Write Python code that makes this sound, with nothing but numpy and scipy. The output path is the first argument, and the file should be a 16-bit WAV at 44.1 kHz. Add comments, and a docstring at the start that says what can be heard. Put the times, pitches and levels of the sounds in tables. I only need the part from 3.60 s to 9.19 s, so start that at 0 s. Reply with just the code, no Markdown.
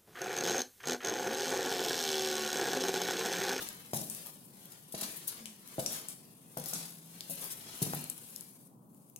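"""Slow steps on laminate

Trainers cross a floating laminate floor in a bare office, heard from a phone with two ports in the walker's hand.
Each heel knocks the boards: a push sets plank modes sounding, and a boom and rings build up behind it.
The sole scuffs and rolls over fine grit: noise and random grains, filtered and swelling with the steps.
Plank joints tick as short ringing cracks; trouser cloth swishes as filtered hiss, over a low room rumble.
"""
import sys
import numpy as np
from scipy import signal
from scipy.fft import rfft, irfft, next_fast_len
from scipy.io import wavfile
from scipy.ndimage import uniform_filter1d

SR = 44100
rng = np.random.default_rng(int(sys.argv[2]) if len(sys.argv) > 2 else 0)


def wav_out(sig):
    """Save sig, one row per channel (or a flat mono array), as 16-bit PCM at SR to the path in sys.argv[1]."""
    wavfile.write(sys.argv[1], SR, np.round(np.clip(np.atleast_2d(sig).T, -1, 1) * 32767).astype(np.int16))


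N = 246632
TOP_HZ = 16000
PORT_LAG_S = 0.000281


def undb(db):
    """Decibels to gain."""
    return 10 ** (np.asarray(db) / 20)


def unit(x):
    """Scale to rms 1."""
    return x / np.sqrt(np.mean(x ** 2))


def seconds(length):
    """Time axis of the given length."""
    return np.arange(int(length * SR)) / SR


def fade(t, t60):
    """Exponential decay, 60 dB down at t60."""
    return np.exp(-np.log(1000) * t / t60)


def add(out, x, s):
    """Mix x into out from time s on."""
    i = max(int(s * SR), 0)
    out[..., i:i + x.shape[-1]] += x[..., :max(N - i, 0)]


def colour(x, points, tilt_db=0):
    """Filter by (Hz, dB) points plus a tilt per octave that is zero at the last point."""
    hz, db = np.transpose(points)
    size = next_fast_len(x.shape[-1] + 512)
    octave = np.log2(np.maximum(np.fft.rfftfreq(size, 1 / SR), hz[0]))
    gain_db = np.interp(octave, np.log2(hz), db) + tilt_db * (octave - np.log2(hz[-1]))
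    return irfft(rfft(x, size) * undb(gain_db), size)[..., :x.shape[-1]]


def walk(rate, size):
    """Smooth random wander with a spread near 1."""
    hold = int(SR / rate)
    steps = np.repeat(rng.standard_normal(size // hold + 2), hold)
    return 1.2 * uniform_filter1d(steps, hold)[:size]


def modes(t, table, base_hz=1):
    """Sum of fading sines from (Hz or multiple of base_hz, dB, t60) rows."""
    return sum(undb(db) * np.sin(2 * np.pi * base_hz * k * t) * fade(t, t60) for k, db, t60 in table)


def from_below(x):
    """Sound from the floor reaches the left port first."""
    sample = np.arange(len(x))
    late = np.interp(sample - PORT_LAG_S * SR, sample, x, left=0)
    return np.array([x, late])


def diffuse(size, alike_hz=1000):
    """Noise from all sides: nearly the same at both ports in the bass, unrelated in the treble."""
    padded = 2 * next_fast_len(size // 2 + 1)
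    mid, side = rfft(rng.standard_normal((2, padded)))
    alike = np.clip(0.91 * np.sinc(np.linspace(0, SR / 2, len(mid)) / alike_hz), -1, 1)
    mid, side = mid * np.sqrt(1 + alike), side * np.sqrt(1 - alike)
    return unit(irfft(np.array([mid + side, mid - side]))[:, :size])


def room(x, t60, gap_s, early_db, early_t60):
    """Echoes of the near wall, then the tail of the bare room; drawn anew for every sound."""
    t = seconds(.7)
    decay = fade(t, t60) + undb(early_db) * fade(t, early_t60)
    echoes = diffuse(len(t)) * decay * (t > gap_s)
    return signal.fftconvolve(x[None], echoes / np.sqrt(np.sum(echoes ** 2) / 2), axes=1)


def friction(size, grain_db, flicker_db):
    """Dense tiny slips: a diffuse hiss with grains of uneven size, coming in fits."""
    sizes = undb(4 * np.minimum(rng.exponential(size=size), 3.5))
    struck = rng.random(size) < 1500 / SR  # about 1500 grains per second
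    grains = unit(sizes * rng.choice([-1, 1], size) * struck)
    hiss = diffuse(size) + undb(grain_db) * from_below(grains)
    return hiss * undb(flicker_db * walk(110, size))


def ripple(x, ring_db, ring_t60=0.05):
    """Ripple the spectrum above about 1 kHz with a short, randomly drawn ring."""
    t = seconds(.03)
    direct = (t == 0).astype(float)
    ring = rng.standard_normal(len(t)) * fade(t, ring_t60)
    response = direct + undb(ring_db) * ring / np.sqrt(np.sum(ring ** 2))
    response /= np.sqrt(np.sum(response ** 2))
    # mainly the treble departs from the direct sound
    treble = signal.butter(1, 1200, "high", fs=SR, output="sos")
    response = direct + signal.sosfilt(treble, response - direct)
    return signal.fftconvolve(x, response[None], axes=1)[:, :x.shape[1]]


# spectrum of cracking dust: (frequency_hz, density_db)
GRIT_COLOUR = [(500, -16), (1800, -12), (3200, -1), (4300, -40), (5800, -1), (8000, -3.5), (11000, 13),
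               (16000, 10.5)]


def grit(size, per_s):
    """Lone grains of dust crack: randomly timed noise bursts of uneven size, fading within milliseconds."""
    sizes = undb(5 * np.minimum(rng.exponential(size=size), 2))
    cracks = sizes * (rng.random(size) < per_s / SR)
    envelope = signal.fftconvolve(cracks, fade(seconds(.008), 0.006))[:size]
    bursts = envelope * rng.standard_normal(size)
    return from_below(unit(colour(bursts, GRIT_COLOUR)))


# spectrum of the office rumble: (frequency_hz, density_db)
RUMBLE_COLOUR = [(20, -49), (50, -21), (85, -20.5), (120, -1.5), (160, 4), (240, 0), (400, -10),
                 (650, -15.5), (1050, -16.5), (1500, -32), (4000, -92), (16000, -26)]
# faint low hums in the room: (start_s, end_s, centre_pitch_hz, level_db)
HUMS = [(1.758, 1.96, 214, -55), (3.0, 3.82, 168.8, -58.5), (3.892, 4.204, 104.8, -66)]


def building(rumble_db=-59.5, wander_db=0.84):
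    """Low room rumble, wandering slightly in level, in which unsteady faint hums swell and fade."""
    level_db = rumble_db + wander_db * walk(7.4, N)
    out = undb(level_db) * unit(colour(diffuse(N), RUMBLE_COLOUR))
    for start, end, hz, db in HUMS:
        size = int((end - start) * SR)
        phase = 2 * np.pi * np.cumsum(hz * (1 + 0.041 * walk(9.2, size))) / SR
        hum = np.sqrt(2) * np.sin(phase) * signal.windows.tukey(size, .6)
        add(out, undb(db) * hum, start)
    return out


# the sole rolls under the weight and the trouser leg settles; rub is before rustle's overall trim:
# (full_load_s, rub_level_db, swish_level_db, release_t60_s)
ROLLS = [(0.0, -45.5, -47, 0.68), (0.55, -54.5, -48.5, 1.07), (1.492, -52.5, -48.5, 0.91),
         (1.74, -53.5, -57, 0.88), (2.335, -50, -60, 1), (3.15, -50.5, -54, 0.71),
         (3.823, -50, -45.5, 0.92), (4.35, -53, -47.5, 0.72)]
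# a leg swings through; rub is before the same trim: (mid_swing_s, rub_level_db, swish_level_db, half_length_s)
SWINGS = [(0.28, -63.5, -59.5, 0.1), (1.08, -62, -61, 0.12), (2.164, -59, -56.5, 0.11),
          (3.568, -60, -61, 0.072), (4.23, -51.5, -50.5, 0.19), (4.688, -62, -52.5, 0.16),
          (5.476, -87, -66.5, 0.17)]


def effort(rise_t60_s=0.82, hold_s=0.026, stir_rub_db=-76.5, stir_swish_db=-62.5, stop_s=5.042, stop_t60_s=0.63):
    """Gains of rub and swish: rolls build, hold and release, swings swell and ebb, over a faint stir."""
    t = np.arange(N) / SR
    walking = fade(np.maximum(t - stop_s, 0), stop_t60_s)
    power = (undb([[stir_rub_db], [stir_swish_db]]) * walking) ** 2
    for s, rub_db, swish_db, t60 in ROLLS:
        build = fade(np.maximum(s - t, 0), rise_t60_s)
        release = fade(np.maximum(t - s - hold_s, 0), t60)
        power += (undb([[rub_db], [swish_db]]) * build * release) ** 2
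    for s, rub_db, swish_db, half_s in SWINGS:
        speed = np.exp(-.5 * ((t - s) / half_s) ** 2)
        power += (undb([[rub_db], [swish_db]]) * speed) ** 2
    return np.sqrt(power)


def changing_ripple(x, ring_db, stretch_s):
    """Overlapping stretches of the hiss, each with its own random spectral ripple, crossfade smoothly."""
    out, size = np.zeros((2, N)), int(stretch_s * SR)
    half = size // 2
    padded = np.pad(x, [(0, 0), (half, size)])
    for i in range(0, N + half, half):
        stretch = ripple(padded[:, i:i + size], ring_db) * signal.windows.cosine(size)
        # the first stretch starts halfway through
        add(out, stretch[:, max(half - i, 0):], (i - half) / SR)
    return out


# spectrum of passing trouser cloth: (frequency_hz, density_db)
SWISH_COLOUR = [(500, -19), (2000, -16), (5000, -13.5), (7500, -8.5), (10300, 2.5), (13000, 2), (16000, -3)]
# spectrum of the sole rubbing the boards: (frequency_hz, density_db)
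RUB_COLOUR = [(120, 7), (350, 17), (800, 11), (1300, 12), (2200, 11), (3200, 11.5), (5500, 8), (8000, 4.5),
              (11000, 0), (16000, -28)]


def rustle(rub_db=-1, grit_db=-5, crackle_db=-10):
    """Trouser legs swish and faintly crackle as they pass; the loaded sole adds a coarser, gritty rub."""
    rub_level, swish_level = effort()
    cloth = changing_ripple(friction(N, grain_db=-19, flicker_db=1.6), ring_db=-5, stretch_s=.12)
    swish = unit(colour(cloth, SWISH_COLOUR)) + undb(crackle_db) * grit(N, per_s=35)
    sole = changing_ripple(friction(N, grain_db=-12, flicker_db=1.4), ring_db=7, stretch_s=.16)
    rub = unit(colour(sole, RUB_COLOUR)) + undb(grit_db) * grit(N, per_s=170)
    return swish_level * swish + undb(rub_db) * rub_level * rub


# larger grains bursting under the sole: (start_s, peak_level_db)
GRAINS = [(0.414, -25), (0.436, -36), (0.549, -27), (0.662, -26), (0.669, -27), (1.056, -34), (1.120, -34),
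          (1.325, -31), (1.412, -24), (1.464, -30), (2.974, -22.5), (3.040, -27), (3.842, -24),
          (4.2195, -21), (5.347, -44), (5.499, -41)]


def crunches(shade_db=-4, room_db=-8):
    """Now and then a larger grain bursts under the sole with a tiny sharp crack, weaker at the right port."""
    out, t = np.zeros((2, N)), seconds(.02)
    for s, db in GRAINS:
        crack = colour(rng.choice([-1, 1], len(t)) * fade(t, 0.005), GRIT_COLOUR)
        crack *= undb(db) / np.abs(crack).max()
        echoes = room(crack, t60=0.7, gap_s=0.002, early_db=7, early_t60=0.2)
        add(out, from_below(crack) * undb([[0], [shade_db]]), s)
        add(out, undb(room_db) * echoes, s)
    return out


# spectrum of plank joint cracks: (frequency_hz, gain_db)
TICK_COLOUR = [(800, 6), (2200, 12.3), (4000, 0.5), (7000, 1.04), (11000, 6.2), (16000, 5)]
# plank joints ticking; the ring fades in half the crack's time:
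# (start_s, level_db, ring_pitch_hz, ring_level_db, crack_t60_s, crack_low_hz, crack_high_hz, room_level_db)
TICKS = [(.0878, -28, 5640, -11, 0.008, 4800, 15000, -10),
         (0.4994, -22.5, 9100, -13, 0.0024, 6030, 14900, -0.5),
         (1.8573, -30, 3340, -1.5, 0.0045, 2900, 12800, -2.5),
         (2.076, -35.5, 5900, -5, 0.0039, 4400, 15100, -4),
         (2.262, -20.5, 5800, 0.5, 0.0083, 5400, 12000, -2.5),
         (2.262, -30, 3200, -11, 0.0069, 2420, 3650, -7), (2.486, -25, 8400, -4, 0.0034, 5660, 14900, -2.5),
         (3.0593, -24, 7600, -2.5, 0.0031, 5500, 15000, 3.5),
         (3.1358, -19.5, 4800, -26, 0.0031, 4570, 12800, 2),
         (3.6078, -30.5, 4700, 2.5, 0.0041, 3500, 13900, -6.5),
         (3.813, -32, 7100, -9, 0.0032, 5200, 15000, 6), (4.336, -28.5, 7600, -7, 0.0039, 5000, 15000, -14),
         (4.4416, -25, 9700, 0, 0.0026, 7000, 15500, -15),
         (4.499, -22, 7800, -14, 0.014, 6270, 12900, -12.5),
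         (4.579, -35.5, 12100, 1, 0.006, 8500, 15500, -13),
         (4.7617, -31, 5500, -5.5, 0.0084, 5000, 13400, -11),
         (4.809, -30.5, 8450, -16, 0.006, 5730, 15000, -18.5),
         (5.5611, -36, 2650, -11.5, 0.015, 5860, 14100, -8.5)]


def ticks(crack_db=-3, shade_db=-5):
    """A joint slips under the weight: a crack that rings for a few milliseconds and wakes the room."""
    out, t = np.zeros((2, N)), seconds(.03)
    for s, db, hz, ring_db, t60, low_hz, high_hz, room_db in TICKS:
        snap = modes(t, [(hz, ring_db, t60 / 2)])
        crack = undb(crack_db) * rng.choice([-1, 1], len(t)) * fade(t, t60)
        band = signal.butter(3, [low_hz, high_hz], "band", fs=SR, output="sos")
        tick = undb(db) * (snap + colour(signal.sosfilt(band, crack), TICK_COLOUR))
        echoes = room(tick, t60=0.53, gap_s=0.00126, early_db=7, early_t60=0.32)
        add(out, from_below(tick) * undb([[0], [shade_db]]), s)
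        add(out, undb(room_db) * echoes, s)
    return out


# spectrum of rubber skidding on laminate: (frequency_hz, density_db)
SCUFF_COLOUR = [(200, -30), (700, 10), (1500, 5.5), (2400, 0.5), (3400, 4), (4700, 4), (5900, 3.5),
                (7500, 1), (10000, 8.5), (13000, 4.5), (15000, -1), (16000, -29)]
# sole scuffs: (start_s, level_db, rise_s, release_t60_s, brightness_db_per_octave)
SCUFFS = [(0.015, -39, 0.024, 0.068, 14), (0.333, -35, 0.0012, 0.41, 3.5), (0.427, -44.5, 0.006, 0.23, 3.5),
          (0.499, -44, 0.002, 0.04, 6), (0.654, -53, 0.019, 0.25, -3.5), (1.118, -53.5, 0.0062, 0.3, 2.5),
          (1.322, -44, 0.002, 0.13, 5.5), (1.345, -45, 0.092, 0.64, -0.5), (1.41, -34, 0.00084, 0.055, 3.5),
          (1.429, -35.5, 0.0033, 0.069, 1.5), (1.558, -41, 0.018, 0.077, 9),
          (1.672, -32.5, 0.0018, 0.11, 9), (1.679, -37.5, 0.0016, 0.23, 4),
          (2.19, -41.5, 0.0048, 0.59, 1.5), (2.29, -41.5, 0.076, 0.33, 3), (2.484, -45, 0.0025, 0.22, 3.5),
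          (2.97, -44, 0.0027, 0.46, 2.5), (3.081, -38, 0.004, 0.2, 6), (3.134, -44.5, 0.0013, 1, 2.5),
          (3.697, -35, 0.0073, 0.19, 9.5), (3.9, -40, 0.011, 0.12, 4), (4.218, -31.5, 0.006, 0.26, 3.5),
          (4.29, -49, 0.016, 0.31, 0.5), (4.346, -32.5, 0.0021, 0.045, 16)]


def scuffs():
    """The sole skids briefly as it lands or pushes off, catching unevenly and crunching dust."""
    out, t = np.zeros((2, N)), seconds(.4)
    for s, db, rise, t60, tilt_db in SCUFFS:
        skid = np.minimum(t / rise, 1) ** 0.2 * fade(np.maximum(t - rise, 0), t60)
        slips = ripple(friction(len(t), grain_db=-4, flicker_db=1.6), ring_db=6)
        catching = unit(undb(1.8 * walk(160, len(t))))
        scrape = unit(colour(slips, SCUFF_COLOUR)) * catching + undb(-2) * grit(len(t), per_s=240)
        scrape = skid * colour(scrape, [(200, 0), (TOP_HZ, 0)], tilt_db)
        add(out, undb(db) * unit(scrape) * np.sqrt(np.mean(skid ** 2)), s)
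    return out


# planks on their underlay: (pitch_hz, level_db, t60_s)
PLANK_MODES = [(182, -2.5, 0.012), (290, 3.5, 0.0029), (375, -32.5, 0.25), (724, -10, 0.0155),
               (805, -29, 0.061), (904, -26, 0.072), (1500, -3.5, 0.009)]
# boom of the floating floor: (multiple_of_boom_pitch, level_db, t60_s)
BOOM_MODES = [(1.002, -3, 0.37), (1.17, -2, 0.19), (1.6, -10, 0.51)]
# planks ringing on: (multiple_of_ring_pitch, level_db, t60_s)
RING_MODES = [(0.999, 5, 0.15), (1.086, -8, 0.17)]
# spectrum of a flat sole slapping: (frequency_hz, density_db)
SLAP_COLOUR = [(300, -20), (900, 8), (1250, 3), (1550, 5), (2100, -6), (2800, -14), (6000, -35),
               (16000, -48)]
# repeats of each blow, level relative to it: (lag_s, level_db)
BOUNCES = [(0.0061, -10.5), (0.0122, -17)]
# heel and forefoot blows; slap and room levels are relative to the knock:
# (start_s, level_db, contact_ms, plank_pitch_hz, plank_t60_s, boom_pitch_hz, boom_level_db,
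#  low_ring_hz, low_ring_db, high_ring_hz, high_ring_db, slap_level_db, room_level_db)
KNOCKS = [(0.3338, -23.5, 0.77, 600, 0.0044, 135.9, -30.5, 540, -43.5, 799, -42, -8.5, -2.5),
          (.412, -39.5, 2.9, 200, 0.006, 137, -42.5, 445, -61, 623, -48, -25, 1),
          (1.342, -30, 1.66, 654, 0.013, 197.2, -45.5, 510, -58, 660, -58, -30, -3.5),
          (1.422, -35.5, 1.5, 734, 0.0062, 190.5, -42, 476, -57, 764, -57, -24, -7),
          (2.182, -23.5, 1.9, 633, 0.017, 139.7, -39.5, 512, -38, 666, -40, -36, 1),
          (2.9706, -29.5, 0.93, 700, 0.0057, 147.7, -37, 499, -42, 802, -49.5, -20, -0.5),
          (3.132, -35.5, 0.55, 624, 0.0046, 167.7, -41.5, 630, -64, 815, -62, -4.5, -7),
          (3.696, -39, 1.3, 645, 0.019, 163.6, -41, 560, -51, 687, -58, -36, -1),
          (4.218, -27.5, 3.1, 178, 0.0056, 149, -37, 441, -44, 745, -53, -22, -2),
          (4.266, -34, 1.5, 380, 0.0095, 156.1, -38, 395, -50, 633, -60, -5, 0.5),
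          (4.3346, -24.5, 0.49, 452, 0.006, 151.2, -33, 768, -65, 940, -58, -6, -8)]


def knocks(radiate_hz=118, slap_t60=0.012, slab_hz=44, slab_db=-25, slab_t60=0.044, build_s=0.047, ring_room_db=-10):
    """A rubber heel pushes the planks: longer contact is duller, and each spot booms and rings at its own pitch."""
    out, t = np.zeros((2, N)), seconds(.6)
    highpass = signal.butter(4, radiate_hz, "high", fs=SR, output="sos")
    for (s, db, contact_ms, plank_hz, plank_t60, boom_hz, boom_db,
         low_hz, low_db, high_hz, high_db, slap_db, room_db) in KNOCKS:
        contact = contact_ms / 1000
        push = (t / contact) ** 2 * np.exp(-5 * t / contact)
        planks = modes(t, [*PLANK_MODES, (plank_hz, 0, plank_t60)])
        # the planks radiate the rate of change of their motion, and little of the longest waves
        thud = -np.gradient(signal.fftconvolve(push, planks)[:len(t)])
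        thud = signal.sosfilt(highpass, thud)
        # a sole that lands flat also slaps
        slap = unit(colour(rng.standard_normal(len(t)), SLAP_COLOUR)) * fade(t, slap_t60)
        # the slab underneath answers with a faint deep thump
        slab = np.sin(2 * np.pi * slab_hz * t) * fade(t, slab_t60)
        knock = undb(db) * (thud / np.abs(thud).max() + undb(slap_db) * slap + undb(slab_db) * slab)
        # boom and rings build up as the blow spreads through the floor
        ring = undb(low_db) * modes(t, RING_MODES, low_hz) + undb(high_db) * modes(t, RING_MODES, high_hz)
        boom = undb(boom_db) * modes(t, BOOM_MODES, boom_hz)
        resonance = (ring + boom) * (1 - fade(t, build_s))
        for sound, wet_db in (knock, room_db), (resonance, ring_room_db):
            echoes = room(sound, t60=0.7, gap_s=0.0037, early_db=9, early_t60=0.038)
            # echo energy is set relative to the direct sound
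            match = np.sqrt(2 * np.sum(sound ** 2) / np.sum(echoes ** 2))
            add(out, from_below(sound), s)
            add(out, undb(wet_db) * echoes * match, s)
        for lag_s, bounce_db in BOUNCES:
            add(out, undb(bounce_db) * from_below(knock), s + lag_s)
    return out


def scene():
    """The walker in the room, from the rumble behind to the heels on the boards."""
    return building() + rustle() + crunches() + ticks() + scuffs() + knocks()


# the phone's two ports; the right one faces away and is duller: (frequency_hz, left_gain_db, right_gain_db)
PORTS = [(99, -0.5, -0.5), (700, 1.5, 0), (2130, 2.5, 1), (5500, 6.5, 4.5), (8500, 7, 6), (12000, 4, -7),
         (15500, 2, -8)]


def record(dry):
    """Each port of the hand-held phone colours the sound; a steep filter cuts the top."""
    ports = np.array(PORTS)
    heard = np.array([colour(dry[c], ports[:, [0, c + 1]]) for c in range(2)])
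    lowpass = signal.ellip(10, .2, 70, TOP_HZ, fs=SR, output="sos")
    return signal.sosfilt(lowpass, heard)


dry = scene()
out = record(dry)
wav_out(out)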